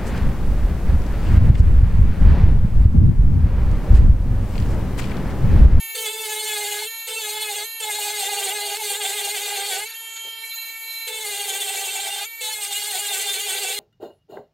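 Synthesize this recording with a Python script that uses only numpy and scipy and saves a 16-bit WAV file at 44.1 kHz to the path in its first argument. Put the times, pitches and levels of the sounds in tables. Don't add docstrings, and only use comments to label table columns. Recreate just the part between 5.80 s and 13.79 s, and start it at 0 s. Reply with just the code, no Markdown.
import sys
import numpy as np
from scipy import signal
from scipy.fft import rfft, irfft, next_fast_len
from scipy.io import wavfile
from scipy.ndimage import uniform_filter1d, map_coordinates

SR = 44100
rng = np.random.default_rng(int(sys.argv[2]) if len(sys.argv) > 2 else 0)


def unload_audio(sound):
    columns = np.transpose(np.atleast_2d(sound))
    steps = np.round(np.clip(columns, -1, 1) * 32767)
    wavfile.write(sys.argv[1], SR, steps.astype(np.int16))


N = 352359

# frequency in Hz, width in Hz, relative level in dB.
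VISE_MODES = [(421.2, 10.1, 8.5), (500.5, 6, 11)]
# frequency in Hz, width in Hz, relative level in dB.
SHAFT_MODES = [(1357, 220, -8.5), (1500, 22, 1.5), (1692, 140, -3), (1956, 56, -3), (2128, 93, 1),
               (2307, 53, 6), (2514, 233, -3), (2676, 39, 6.5), (2845, 100, 1.5), (3139, 52, 4.5),
               (3486, 390, -2.5), (4055, 380, 4), (4193, 230, 6), (4543, 85, 2), (4880, 1500, -11.5)]
# frequency in Hz, relative level in dB.
DUST_SPECTRUM = [(1500, -36), (4800, 4), (12000, 0), (16000, -18)]
# frequency in Hz, relative level in dB.
HISS_SPECTRUM = [(400, -106), (3500, -2.5), (5600, -17.5), (6300, -4), (7680, 0.5), (8150, -3), (8500, 4),
                 (9000, -7), (9700, 0.5), (10200, -7), (13200, -4.5), (14100, -11), (16000, -11)]
# centre in seconds, width in seconds, level in dB.
CHATTER_BURSTS = [(4.113, 0.04, -41), (4.371, 0.0086, -39), (4.749, 0.07, -49)]
# time in seconds, knock level in dB, scrape level in dB.
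DRUM_LANDINGS = [(0.153, -40, -30), (1.279, -41, -28.5), (2.002, -48, -39), (5.277, -42, -27.5),
                 (6.612, -41.5, -39)]


def amp(db):
    return 10 ** (np.asarray(db) / 20)


def unit(x):
    return x / np.sqrt(np.mean(x ** 2) + 1e-20)


def steady(x):
    return x / np.sqrt(np.abs(uniform_filter1d(x * x, size=3000)) + 1e-9)


def clock():
    return np.arange(N) / SR


def curves(rows):
    times, *columns = np.transpose(rows)
    return [np.interp(clock(), times, column) for column in columns]


def wobble(rate):
    coarse = np.arange(0, N + 32, 32)
    knots = rng.standard_normal(int(N * rate / SR) + 4)
    return np.interp(np.arange(N), coarse, map_coordinates(knots, [coarse * rate / SR], mode="nearest"))


def swell(centre, width, db=0):
    return amp(db) * np.exp(-.5 * ((clock() - centre) / width) ** 2)


def dying(blows, t60):
    t = clock()
    return sum(amp(db - 60 * np.abs(t - s) / t60) * np.clip((t - s) / 0.0056 + .5, 0, 1)
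               for s, db in blows)


def ringing_on(gain, decay_s=0.02):
    keep = np.exp(-1 / (decay_s * SR))
    return np.maximum(gain, signal.lfilter([1 - keep], [1, -keep], gain))


def filtered(x, response):
    size = next_fast_len(N + SR // 4)
    return irfft(rfft(x, size) * response(np.fft.rfftfreq(size, 1 / SR)), size)[..., :N]


def coloured(x, points):
    hz, db = np.transpose(points)
    return unit(filtered(x, lambda f: amp(np.interp(np.log(f + 1), np.log(hz), db))))


def rung(x, modes):
    low, high = .8 * modes[0][0], 1.25 * modes[-1][0]

    def response(f):
        peaks = sum((-1) ** k * amp(db) * 1j * f * width / (hz * hz - f * f + 1j * f * width)
                    for k, (hz, width, db) in enumerate(modes))
        return peaks * f ** 6 / (f ** 6 + low ** 6) / (1 + (f / high) ** 6)
    return unit(filtered(x, response))


def diffused(x, t60):
    t = np.arange(SR // 8) / SR
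    tail = rng.standard_normal(len(t)) * amp(-60 * t / t60)
    return signal.fftconvolve(x, tail / np.linalg.norm(tail))[:N]


def spread(x, side_db, t60):
    side = amp(side_db) * filtered(diffused(x, t60), lambda f: 1 / np.sqrt(1 + (f / 8000) ** 4))
    return np.array([x + side, x - side])


def off_axis(x, pan_db, lag_s):
    sides = np.array([[-.5], [.5]])
    return filtered(x, lambda f: amp(pan_db * sides) * np.exp(-2j * np.pi * f * lag_s * sides))


def background(load):
    # frequency in Hz, relative level in dB.
    room_spectrum = [(25, -18), (70, -14), (110, 1.5), (150, -7), (200, -1), (500, 6.5), (2000, -26)]
    bench_spectrum = [(30, -27), (110, -10), (150, -22), (195, 8.5), (260, -3.5), (330, 13.5), (600, -36)]
    noise = lambda: rng.standard_normal((2, N)) + rng.standard_normal(N)
    room = amp(-69.5) * coloured(noise(), room_spectrum)
    return room + amp(-50.5) * load * coloured(noise(), bench_spectrum)


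def knocks(knock_t60, bump_ring_db):
    # time in seconds, level in dB.
    bumps = [(4.447, -47), (4.469, -50)]
    t, ring_hz = clock(), VISE_MODES[1][0]
    ring = sum(dying([(s, db)], knock_t60) * np.sqrt(2) * np.sin(2 * np.pi * ring_hz * (t - s))
               for s, db, _ in DRUM_LANDINGS)
    thud = coloured(rng.standard_normal(N), [(110, -27), (450, -2), (900, -15), (2500, -45)])
    stirred = amp(bump_ring_db) * steady(rung(rng.standard_normal(N), VISE_MODES))
    return ring + dying(bumps, t60=0.12) * thud + dying(bumps, t60=0.45) * stirred


def tremor(rate_hz, depth):
    phase = rate_hz * clock() + .3 * wobble(7) + rng.random()
    return 1 + depth * np.sin(2 * np.pi * phase)


def hand():
    # start and end in seconds, then base levels in dB
    passes = [(0.154, 1.05, -28.5, -27.5, -37, -38.5, -39.5), (1.276, 1.824, -29.5, -30, -38.5, -42, -40),
              (2.005, 2.988, -28.5, -29, -42, -40, -38.5), (3.004, 4.038, -29, -30, -39.5, -44.5, -40.5),
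              (5.277, 6.434, -30.5, -31, -40.5, -53, -42.5), (6.613, 7.996, -29.5, -28.5, -53, -41.5, -44)]
    # time in seconds, speed lost in Hz.
    leans = [
        [(0.155, 3.7), (0.245, 7.8), (0.27, 24), (0.31, 9), (0.445, 11), (0.475, 22.5), (0.685, 20.3),
         (0.79, 35.2), (0.88, 38), (0.95, 31.5), (0.995, 40), (1.01, 16), (1.055, 27.3)],
        [(1.28, 12), (1.39, 3.76), (1.455, 34.4), (1.61, 19.2), (1.665, 29.6), (1.74, 48.6), (1.77, 32.4),
         (1.825, 40)],
        [(2.005, 11.7), (2.14, 41.3), (2.19, 27), (2.22, 44), (2.32, 31.5), (2.395, 35.3), (2.41, 65.5),
         (2.495, 40.5), (2.615, 54), (2.695, 63), (2.735, 34), (2.93, 49.3), (2.98, 10.9)],
        [(3.005, 14.8), (3.09, 52.6), (3.145, 56), (3.175, 21.6), (3.255, 64), (3.37, 33.0), (3.4, 58.7),
         (3.54, 34), (3.575, 68), (3.6, 47), (3.69, 45), (3.83, 57), (3.88, 34.5), (3.915, 82.5), (3.995, 54),
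         (4.015, 25)],
        [(5.28, 8.5), (5.42, 15.2), (5.46, 38.7), (5.62, 53), (5.67, 46.3), (5.74, 70), (5.765, 48.4),
         (5.855, 62.4), (5.89, 58.5), (6.02, 63.4), (6.44, 52.5)],
        [(6.615, 19.8), (6.735, 21.2), (6.87, 51), (7.09, 33.4), (7.165, 79), (7.19, 50.6), (7.255, 38.3),
         (7.36, 69), (7.46, 47), (7.52, 58), (7.535, 70), (7.655, 44), (7.72, 73), (7.825, 45), (7.86, 80),
         (7.965, 43)],
    ]
    # centre and width in seconds, rasp and hiss in dB.
    catches = [(0.27, 0.016, 4.5, 1.5), (0.354, 0.048, -4.5, -3), (0.707, 0.038, 2, 3),
               (0.947, 0.018, 1, 1.5), (1.627, 0.013, 4.5, 3.5), (2.988, 0.021, -5, 0),
               (3.178, 0.016, -5, -3.5), (3.238, 0.016, 2, -1), (4.026, 0.016, -3.5, 0),
               (5.307, 0.0092, -8, -7), (6.779, 0.03, -4.5, -5), (6.889, 0.018, -8, -10),
               (7.151, 0.029, -1.5, -2)]
    inertia_s, clog_db_per_s, usual_drag_hz = 0.0088, -4, 40
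    bite_s, lift_s = 0.00933, .022
    t, drag, gains = clock(), np.zeros(N), np.zeros((4, N))
    trembling = tremor(rate_hz=11.5, depth=.13)
    catch_rasp = sum(db * swell(s, width) for s, width, db, _ in catches)
    catch_hiss = sum(db * swell(s, width) for s, width, _, db in catches)
    for (start, end, rasp_db, hiss_db, *thrum_db, growl_db), lean in zip(passes, leans):
        contact = np.interp(t, [start - bite_s, start, end, end + lift_s], [0, 1, 1, 0])
        on = contact > 0
        s = t[on]
        ahead = s + inertia_s
        force = np.interp(ahead, *np.transpose(lean)) * np.interp(ahead, t, trembling)
        shove_db = -0.0359 * (force - uniform_filter1d(force, size=12000))
        rasp = rasp_db + 0.0654 * force + shove_db + catch_rasp[on]
        hiss = hiss_db + 0.133 * force + clog_db_per_s * (s - start) + catch_hiss[on]
        thrum = np.interp(s, [start, end], thrum_db) + 0.1023 * (force - usual_drag_hz)
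        growl = growl_db + 0.1392 * (force - usual_drag_hz) + shove_db
        drag[on] += contact[on] * np.interp(s, *np.transpose(lean)) * trembling[on]
        gains[:, on] += contact[on] * amp([rasp, hiss, thrum, growl])
    return drag, gains


def rotation(speed, load, flutter, judder):
    return np.cumsum(speed * (1 + flutter * wobble(130) + judder * load * wobble(120))) / SR


def high_side(turns, sharp, base):
    return base + np.exp(sharp * (np.cos(2 * np.pi * turns) - 1))


def grit(turns, wear_rate, loose, grains=96):
    surface = rng.standard_normal((int(N / SR * wear_rate) + 3, grains))
    track = map_coordinates(surface, [clock() * wear_rate, turns % 1 * grains], order=2, mode="grid-wrap")
    return unit(track) + loose * rng.standard_normal(N)


def shaking(turns, load, thrum_gain, growl_gain):
    # frequency in Hz, width in Hz, relative level in dB.
    jaw_modes = [(671.3, 11.3, 19), (798, 29, 12.5), (838.5, 44, 18.5)]
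    skips = load * (2 * wobble(90) + 3 * wobble(700))
    push = high_side(turns, sharp=0.4, base=0) * (1 + 0.39 * wobble(60) + skips)
    waver = amp(0.72 * wobble(30))
    jolts = (0.19 + 1.5 * load) * rng.standard_normal(N)
    thrum = waver * steady(rung(push + jolts, VISE_MODES))
    flicker = amp(3.16 * wobble(45) + 3.55 * wobble(160))
    octave = flicker * np.tanh(load / 0.017) * np.sqrt(2) * np.sin(2 * np.pi * 2 * turns)
    rattle = (.08 + 4 * load) * rung(rng.standard_normal(N), jaw_modes)
    growl = amp(1.6 * wobble(22)) * unit(octave + rattle)
    return ringing_on(thrum_gain) * thrum + ringing_on(growl_gain) * growl


def draught(turns):
    # frequency in Hz, relative level in dB.
    air_spectrum = [(100, -52), (700, 2.5), (4200, 2), (5100, -11), (6000, 0.5), (6800, 1.5), (12000, 5.5),
                    (16000, -26)]
    chopped = amp(2 * wobble(14)) * grit(turns, wear_rate=30, loose=0.62)
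    return amp(-47.5) * coloured(chopped, air_spectrum)


def bearing_chatter(turns):
    bursts = sum(swell(*row) for row in CHATTER_BURSTS)
    rattle = grit(turns, wear_rate=67, loose=0.8)
    return bursts * (amp(3.0) * rung(rattle, SHAFT_MODES) + amp(-14.0) * coloured(rattle, DUST_SPECTRUM))


def motor(turns, load):
    # multiple of the speed, level in dB facing the vise, level in dB swung aside.
    loud_partials = [(4, -47, -51.5), (6, -45, -48), (7, -49.5, -39), (15, -46.5, -48.5), (25, -40, -48.5),
                     (26, -42, -58), (30, -43, -57)]
    # multiple of the speed, relative level in dB.
    weak_partials = [(1, -26.5), (2, -16.5), (3, -19.5), (8, -13), (10, -17.5), (11, -22.5), (12, -22),
                     (14, -17.5), (16, -18), (17, -13.5), (20, -16), (22, -17), (23, -14), (28, -15),
                     (29, -10.5), (33, -23), (34, -14.5)]
    # time in seconds, swing aside from 0 to 1, gain in dB of the
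    # loud and weak partials, level in dB of the lower whine, level in dB of the upper whine.
    poses = [(0.06, 0.08, 1, -40.5, -46.5), (1.2, 0, 0, -43.5, -42), (1.92, 0.04, -0.5, -46, -42.5),
             (4.05, 0.04, -2, -39, -41), (4.17, 0.95, 0.5, -46.5, -52), (4.58, 0.98, 0, -45, -47),
             (4.7, 0.21, 0, -38.5, -39.5), (4.83, 0, 0, -39, -34.5), (4.9, 0.25, -0.5, -38.5, -41.5),
             (5.0, 0.05, -1.5, -39, -55), (5.06, 0.11, -0.5, -38.5, -38), (5.25, 0.03, -0.5, -38, -35.5),
             (6.53, 0.03, -5, -40, -56)]
    whine_multiples, beat_hz = (5, 9), 15.4
    aside, level_db, *whines_db = curves(poses)
    pressed = np.tanh(load / 0.049)
    beat = beat_hz * clock() + 0.15 * wobble(4)
    jostle = sum(swell(s, width) for s, width, _ in CHATTER_BURSTS)

    def partial(k, beat_db=0):
        gain_db = 0.2174 * k * aside * wobble(11.0)
        gain_db += 2.4 * np.tanh(k / 20) * wobble(7)
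        gain_db += 4.5 * jostle * (wobble(55) - .5)
        if beat_db:
            gain_db += beat_db * np.sin(2 * np.pi * (beat + rng.random()))
        gain_db += 1.9 * wobble(150)
        gain_db -= pressed * (8.5 + 0.61 * k)
        return np.sqrt(2) * amp(gain_db) * np.sin(2 * np.pi * (k * turns + rng.random()))
    strong = sum(amp(db + aside * (aside_db - db)) * partial(k) for k, db, aside_db in loud_partials)
    buzz = sum(amp(db - 0.1132 * k * aside) * partial(k) for k, db in weak_partials)
    buzz /= np.linalg.norm([amp(db) for _, db in weak_partials])
    whines = sum(amp(db) * partial(k, beat_db=2) for k, db in zip(whine_multiples, whines_db))
    return whines + amp(level_db) * (strong + amp(-43) * buzz)


def ticks(width_s):
    # time in seconds, level in dB.
    breaks = [(2.971, -23), (3.322, -31), (7.545, -30)]
    noise = rng.standard_normal(N)
    click = unit(coloured(noise, HISS_SPECTRUM) + rung(noise, SHAFT_MODES))
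    return sum(swell(s, width_s, db) for s, db in breaks) * click


def ringing_squeals(turns):
    # centre in seconds, width in seconds, multiple of the speed, level in dB.
    squeals = [(0.701, 0.011, 8, -28), (1.374, 0.021, 6, -30.5), (6.659, 0.026, 9, -33),
               (6.686, 0.044, 10, -37), (6.685, 0.026, 2, -44), (6.963, 0.014, 7, -31.5),
               (7.496, 0.02, 9, -29.5)]
    return sum(swell(s, width, db) * np.sqrt(2) * np.sin(2 * np.pi * k * turns)
               for s, width, k, db in squeals)


def first_bites(t60):
    noise = rng.standard_normal(N)
    scrape = unit(rung(noise, SHAFT_MODES) + amp(2.0) * coloured(noise, HISS_SPECTRUM))
    return dying([(s, db) for s, _, db in DRUM_LANDINGS], t60) * scrape


def through_steel(x, power_share=.22):
    return np.sqrt(1 - power_share) * x + np.sqrt(power_share) * diffused(x, t60=.05)


def frayed(x, above_hz):
    kept = lambda f: 1 / (1 + (f / above_hz) ** 14)
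    overtones = filtered(unit(x), lambda f: np.sqrt(kept(f)))
    return overtones + filtered(rng.standard_normal(N), lambda f: np.sqrt(1 - kept(f)))


def grinding(turns, load, rasp_gain, hiss_gain):
    # frequency in Hz, width in Hz, base level in dB.
    squeal_modes = [(3467, 90, -14.5)]
    chips_per_s, squeal_db = 600, squeal_modes[0][2]
    bounce = wobble(45)
    hops = amp(0.7 * wobble(260))
    tears = (rng.random(N) < chips_per_s / SR) * rng.uniform(-1.05, 1, N)
    chips = amp(-7) * np.tanh(10 * load) ** 2 * unit(tears)
    rubbing = steady(through_steel(grit(turns, wear_rate=38, loose=.15 + 4 * load)))
    scrape = hops * (rubbing + chips) * high_side(turns, sharp=5.3, base=0.58)
    squeal = amp(squeal_db + 0.8 * wobble(25)) * (load / 0.13) * rung(scrape, squeal_modes)
    rasp = amp(-5.0 + 0.16 * bounce) * (steady(rung(scrape, SHAFT_MODES)) + squeal)
    grains = frayed(through_steel(grit(turns, wear_rate=26, loose=0.3 + 3 * load)), above_hz=10300)
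    cutting = (grains + .7 * chips) * high_side(turns, sharp=1.5, base=2)
    hiss = amp(-4.0 + 0.07 * bounce + 1.1 * wobble(60)) * steady(coloured(cutting, HISS_SPECTRUM))
    puffs = amp(-13.0 + 3.0 * wobble(80)) * np.sqrt(load / 0.24)
    dust = puffs * coloured(rng.standard_normal(N), DUST_SPECTRUM)
    return ringing_on(rasp_gain) * rasp + ringing_on(hiss_gain) * (hiss + dust)


def scene():
    # time in seconds, turns a second.
    free_speed = [(0, 449.6), (1.1, 452), (6.3, 451.7), (6.52, 456), (6.75, 452)]
    drag_hz, (rasp_gain, hiss_gain, thrum_gain, growl_gain) = hand()
    free_hz, = curves(free_speed)
    load = np.clip(drag_hz / free_hz, 0, 1)
    turns = rotation(free_hz - drag_hz, load, flutter=0.001, judder=0.04)
    tool = motor(turns, load) + draught(turns) + bearing_chatter(turns)
    tool += grinding(turns, load, rasp_gain, hiss_gain)
    tool += first_bites(t60=0.19) + ringing_squeals(turns) + ticks(width_s=0.00075)
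    bench = shaking(turns, load, thrum_gain, growl_gain) + knocks(knock_t60=0.54, bump_ring_db=-17)
    wide_tool = spread(tool, side_db=-12.5, t60=.1) * amp([[-.2], [.2]])
    return wide_tool + off_axis(bench, pan_db=3.5, lag_s=.00007) + background(load)


def record(dry):
    return filtered(dry, lambda hz: hz < 15800)


dry = scene()
out = record(dry)
unload_audio(out)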